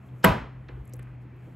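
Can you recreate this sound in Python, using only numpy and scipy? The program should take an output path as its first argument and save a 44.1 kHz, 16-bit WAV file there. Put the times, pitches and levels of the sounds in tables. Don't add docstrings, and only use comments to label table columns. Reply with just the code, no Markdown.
import sys
import numpy as np
from scipy import signal
from scipy.fft import rfft, irfft, next_fast_len
from scipy.io import wavfile

SR = 44100
rng = np.random.default_rng(int(sys.argv[2]) if len(sys.argv) > 2 else 0)


def put_to_file(sound):
    columns = np.atleast_2d(sound).T
    safe = np.clip(columns, -1, 1)
    whole_steps = np.round(safe * 32767)
    wavfile.write(sys.argv[1], SR, whole_steps.astype(np.int16))


def natural_amplitude(level_db):
    exponent = np.asarray(level_db, float) / 20
    return 10 ** exponent


N = 68355

# pitch_hz, side_minus_mid_db
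FIELD_WIDTH = [(60, -25), (160, -21), (300, -11), (550, -4), (1200, -5), (1550, -12), (1900, -30),
               (17000, -30)]


def rms_one(x):
    return x / np.sqrt(np.mean(x ** 2) + 1e-20)


def at_hz(points, hz, column=1):
    points = np.array(points)
    return np.interp(np.log(hz), np.log(points[:, 0]), points[:, column])


def side_gain(hz):
    return natural_amplitude(at_hz(FIELD_WIDTH, hz))


def drift(rate_hz):
    r = np.exp(-80 * np.pi * rate_hz / SR)
    noise = rng.standard_normal(N // 40 + 2002)
    slow = signal.lfilter([1], [1, -2 * r, r * r], noise)[2000:]
    return np.interp(np.arange(N) / 40, np.arange(len(slow)), rms_one(slow))


def band(x, low_hz, high_hz):
    return signal.sosfilt(signal.butter(2, [low_hz, high_hz], "band", fs=SR, output="sos"), x)


def burst(start_s, level_db, t60_s):
    t = np.arange(N) / SR - start_s
    return natural_amplitude(level_db - 60 * np.maximum(t, 0) / t60_s) * (t >= 0)


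def clicks(start_s, gain):
    out = np.full(N, 1e-18)
    np.add.at(out, (np.asarray(start_s) * SR).astype(int), gain)
    return out


def ring(x, hz, t60_s):
    r = natural_amplitude(-60 / (t60_s * SR))
    w = 2 * np.pi * hz / SR
    return signal.lfilter([0, np.sin(w)], [1, -2 * r * np.cos(w), r * r], x)


def soft(x, hz):
    return signal.sosfilt(signal.butter(2, min(hz, 19000), fs=SR, output="sos"), x)


def bands(gain_of_band):
    edges = 26 * 2 ** np.arange(0, 9.5, 1 / 3)
    white = rng.standard_normal((2, 2, N + 8000))
    out = 0
    for k, (low_hz, high_hz) in enumerate(zip(edges, edges[1:])):
        noise = band(white[k % 2], low_hz, high_hz)[:, 8000:]
        hz = np.sqrt(low_hz * high_hz)
        out = out + noise * gain_of_band(hz) * [[1], [side_gain(hz)]]
    return out


def struck(modes, start_s, level_db):
    spread_db = 5
    out = np.zeros((2, N))
    for k, (hz, mode_db, t60_s) in enumerate(modes):
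        draw = rng.standard_normal((len(start_s), 2))
        gain = (-1) ** k * natural_amplitude(level_db + mode_db + spread_db * draw[:, 0])
        out[0] += ring(clicks(start_s, gain), hz, t60_s)
        out[1] += ring(clicks(start_s, gain * draw[:, 1] * side_gain(hz)), hz, t60_s)
    return out


def room_answer():
    # pitch_hz, level_db per Hz, t60_s, build_up_s
    room = [(55.07, -8, 0.32, 0.017), (140, 0, 0.41, 0.021), (404, -10.5, 0.4, 0.0045),
            (1300, -13, 0.45, 0.0052), (2820, -22.5, 0.41, 0.002), (6500, -42.5, .33, 0.0014),
            (11900, -37, .23, 0.0013), (16000, -50, .17, .004)]
    t = np.arange(N) / SR

    def build_and_die(hz):
        fall_db = 60 * t / at_hz(room, hz, column=2)
        build_up = 1 - np.exp(-(t / at_hz(room, hz, column=3)) ** 2)
        return natural_amplitude(at_hz(room, hz) - fall_db) * build_up

    answer = bands(build_and_die)
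    return answer / np.abs(answer).max()


def in_room(x, answer):
    return signal.fftconvolve(x[None], answer, axes=1)[:, :N]


def hiss():
    # pitch_hz, level_db per Hz
    hiss_color = [(30, -35.5), (70, -3), (200, -4.5), (450, -18), (900, -23), (2400, -29), (5000, -57),
                  (15000, -57)]
    patchy_db, level_db = 1.2, -53.5
    noise = bands(lambda hz: natural_amplitude(at_hz(hiss_color, hz) + patchy_db * drift(4)))
    return natural_amplitude(level_db) * rms_one(noise)


def hum():
    # start_s, level_db
    hum_swells = [(0, -47), (.08, -48), (.138, -39), (.21, -48), (.4, -48), (.564, -42), (.69, -50),
                  (.742, -39), (.84, -47), (.95, -40), (1.04, -41), (1.15, -43), (1.24, -44), (1.32, -48),
                  (1.45, -43), (1.49, -50), (1.55, -45)]
    hum_hz, wander_hz = 124.5, 2.0
    level = natural_amplitude(np.interp(np.arange(N) / SR, *np.transpose(hum_swells)))
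    turns = np.cumsum(hum_hz + wander_hz * drift(4)) / SR
    return np.sqrt(2) * level * np.sin(2 * np.pi * turns)


def whine():
    whine_hz, level_db = 2335, -83
    return natural_amplitude(level_db + 3 * drift(8)) * np.sin(2 * np.pi * whine_hz * np.arange(N) / SR)


def rumble():
    # start_s, level_db
    rumble_swells = [(0, -65), (.245, -59), (.29, -22.5), (.34, -44), (.42, -39), (.5, -50.5), (.6, -53),
                     (.68, -49.5), (.745, -40), (.84, -50), (.89, -62), (1.0, -49), (1.3, -57.5),
                     (1.45, -53), (1.55, -60.5)]
    center_hz, width_hz = 58, 20
    noise = band(rng.standard_normal(N + SR), center_hz - width_hz / 2, center_hz + width_hz / 2)
    return rms_one(noise[SR:]) * natural_amplitude(np.interp(np.arange(N) / SR, *np.transpose(rumble_swells)))


def low_background():
    return (hum() + whine() + rumble()) * natural_amplitude([[0], [-24]])


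def rustle():
    # start_s, level_db
    rustle_swells = [(0, -84), (.075, -74), (.12, -84), (0.198, -72), (.26, -84), (.5, -92.5), (0.799, -81),
                     (1.1, -83.5), (1.18, -101.5), (1.22, -78.5), (1.27, -94), (1.359, -85.5),
                     (1.449, -76.5), (1.55, -79.5)]
    swell = natural_amplitude(np.interp(np.arange(N) / SR, *np.transpose(rustle_swells)))
    noise = rms_one(band(rng.standard_normal(N), 6400, 15500))
    return swell * noise * [[1], [0]]


def ticks():
    # start_s, level_db, low_hz, high_hz, second_slip_db
    strand_slips = [
        (0.8513, -56, 7500, 13100, 0),
        (0.8738, -56.5, 6500, 12500, 5),
        (0.893, -61, 6500, 12800, 4),
        (0.9357, -40.5, 5200, 14000, -4.5),
        (.9570, -55, 6900, 13500, -18),
        (0.966, -51, 10000, 16500, -12),
        (.9909, -55, 7900, 13500, 4),
        (1.025, -58.5, 4000, 13170, 3.5),
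        (1.364, -64, 10500, 14060, -16),
    ]
    gap_s, slip_t60_s = .0042, .007
    room_db, room_t60_s = -24, .07
    out = np.zeros(N)
    for start_s, level_db, low_hz, high_hz, second_db in strand_slips:
        shape = burst(start_s, level_db, slip_t60_s)
        shape += burst(start_s + gap_s, level_db + second_db, slip_t60_s)
        shape += burst(start_s, level_db + room_db, room_t60_s)
        noise = shape * rng.standard_normal(N)
        out += band(band(noise, low_hz, high_hz), low_hz, high_hz)
    return out * [[2], [0]]


def knocks(answer):
    # start_s, level_db, low_hz, high_hz
    soft_knocks = [(.0860, -60, 3050, 3550), (.6852, -43, 1500, 4800), (.6880, -37, 220, 520),
                   (.6885, -38, 700, 2800), (.7700, -45, 280, 450), (.7980, -52, 800, 1200),
                   (.9260, -51, 2000, 6500), (.9320, -38, 280, 520), (.9900, -46, 250, 480),
                   (.9925, -42, 900, 3000), (1.0700, -46, 900, 2200), (1.2500, -43, 180, 400),
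                   (1.4720, -41, 230, 600)]
    t60_s, cycles = .02, 14.0
    room_db = -25.5
    out = 0
    for start_s, level_db, low_hz, high_hz in soft_knocks:
        shape = burst(start_s, level_db, t60_s + cycles / low_hz)
        thud = shape * rng.standard_normal((2, N)) * [[1], [side_gain(low_hz)]]
        thud = band(thud, low_hz, high_hz)
        thud = thud * natural_amplitude(level_db) / np.abs(thud[0]).max()
        echo = in_room(clicks([start_s], natural_amplitude(level_db + room_db + 21)), answer)
        out = out + band(thud + echo, low_hz, high_hz)
    return out


def lead_in_swell(landing_s):
    start_s, level_db, rise_db, dull_hz = 0.2271, -49, 23.5, 2500
    progress = (np.arange(N) / SR - start_s) / (landing_s - start_s)
    swell = natural_amplitude(level_db + rise_db * np.clip(progress, 0, 1)) * (progress > 0) * (progress < 1)
    lead_in_noise = band(swell * rng.standard_normal(N), 700, 6500)
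    dull = np.exp(-2 * np.pi * dull_hz / SR)
    return signal.lfilter([1 - dull], [1, -dull], lead_in_noise) * [[1], [.3]]


def crack(start_s, bench_db):
    crack_db, t60_s = 8.5, 0.0094
    shape = sum(burst(s, db + crack_db, t60_s) for s, db in zip(start_s, bench_db))
    return band(shape * rng.standard_normal(N), 1200, 3000) * [[1], [0]]


def landing(answer):
    # start_s, bench_level_db, steel_level_db
    contacts = [
        (0.2412, -18.5, -31),
        (0.2432, -11.5, -36),
        (0.2454, -17, -17.5),
        (0.2474, -19, -14),
        (0.2534, -20.5, -33.5),
        (0.255, -17.5, -33.5),
    ]
    # pitch_hz, level_db, t60_s
    bench_modes = [(138, -9, .2), (194, 4, .13), (405, -17, .08), (465, -17, .1), (540, -18, .04),
                   (636, -15, .28), (652, -16, .22), (690, -12, .06), (900, -10, .05), (984, -17, .3),
                   (1000, -18, .22), (1100, -13, .06), (1305, -7, .04), (1530, -1, .025)]
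    # pitch_hz, level_db, t60_s
    steel_modes = [(1943, 8.5, 0.011), (2930, -5.5, .02), (5300, -8.5, 0.013), (7100, -18.5, 0.017),
                   (7970, 2, 0.0057), (10250, -9.5, .008), (11780, 0, 0.012), (14700, -2, 0.012),
                   (15500, -12.5, .015)]
    contact_hz, room_db = 3500, -22.5
    start_s, bench_db, steel_db = np.transpose(contacts)
    lead_in_noise = lead_in_swell(start_s[0])
    bench = soft(struck(bench_modes, start_s, bench_db), contact_hz)
    steel = struck(steel_modes, start_s, steel_db)
    echo = in_room(clicks(start_s[1:2], natural_amplitude(room_db + 13)), answer)
    return lead_in_noise + bench + steel + crack(start_s, bench_db) + echo


def scene():
    answer = room_answer()
    mid, side = landing(answer) + knocks(answer) + ticks() + low_background() + hiss() + rustle()
    side = signal.sosfilt(signal.butter(6, 1100, fs=SR, output="sos"), side)
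    return np.array([mid + side, mid - side])


def roll_off(x):
    return signal.sosfilt(signal.butter(12, 17150, fs=SR, output="sos"), x)


def record(dry):
    # pitch_hz, left_lead_radians
    phase_lead = [(0, 0), (2300, 0), (3300, -.5), (5300, 0), (7400, 0.1), (8300, 1), (9000, 3.1),
                  (9600, 3.4), (14100, 9.4), (15500, 10.9), (22050, 11)]
    low_cut_hz, top_cut_hz, peak = 44, 16800, .8
    x = signal.sosfilt(signal.butter(4, low_cut_hz, "high", fs=SR, output="sos"), dry)
    x = peak * np.tanh(x / peak)
    size = next_fast_len(N + 2048)
    lead = np.interp(np.fft.rfftfreq(size, 1 / SR), *np.transpose(phase_lead))
    turn = np.exp(.5j * lead * np.array([[1], [-1]]))
    x = irfft(rfft(x, size) * turn, size)[:, :N]
    x = signal.sosfilt(signal.cheby2(10, 50, top_cut_hz, fs=SR, output="sos"), x)
    return roll_off(x)


dry = scene()
out = record(dry)
put_to_file(out)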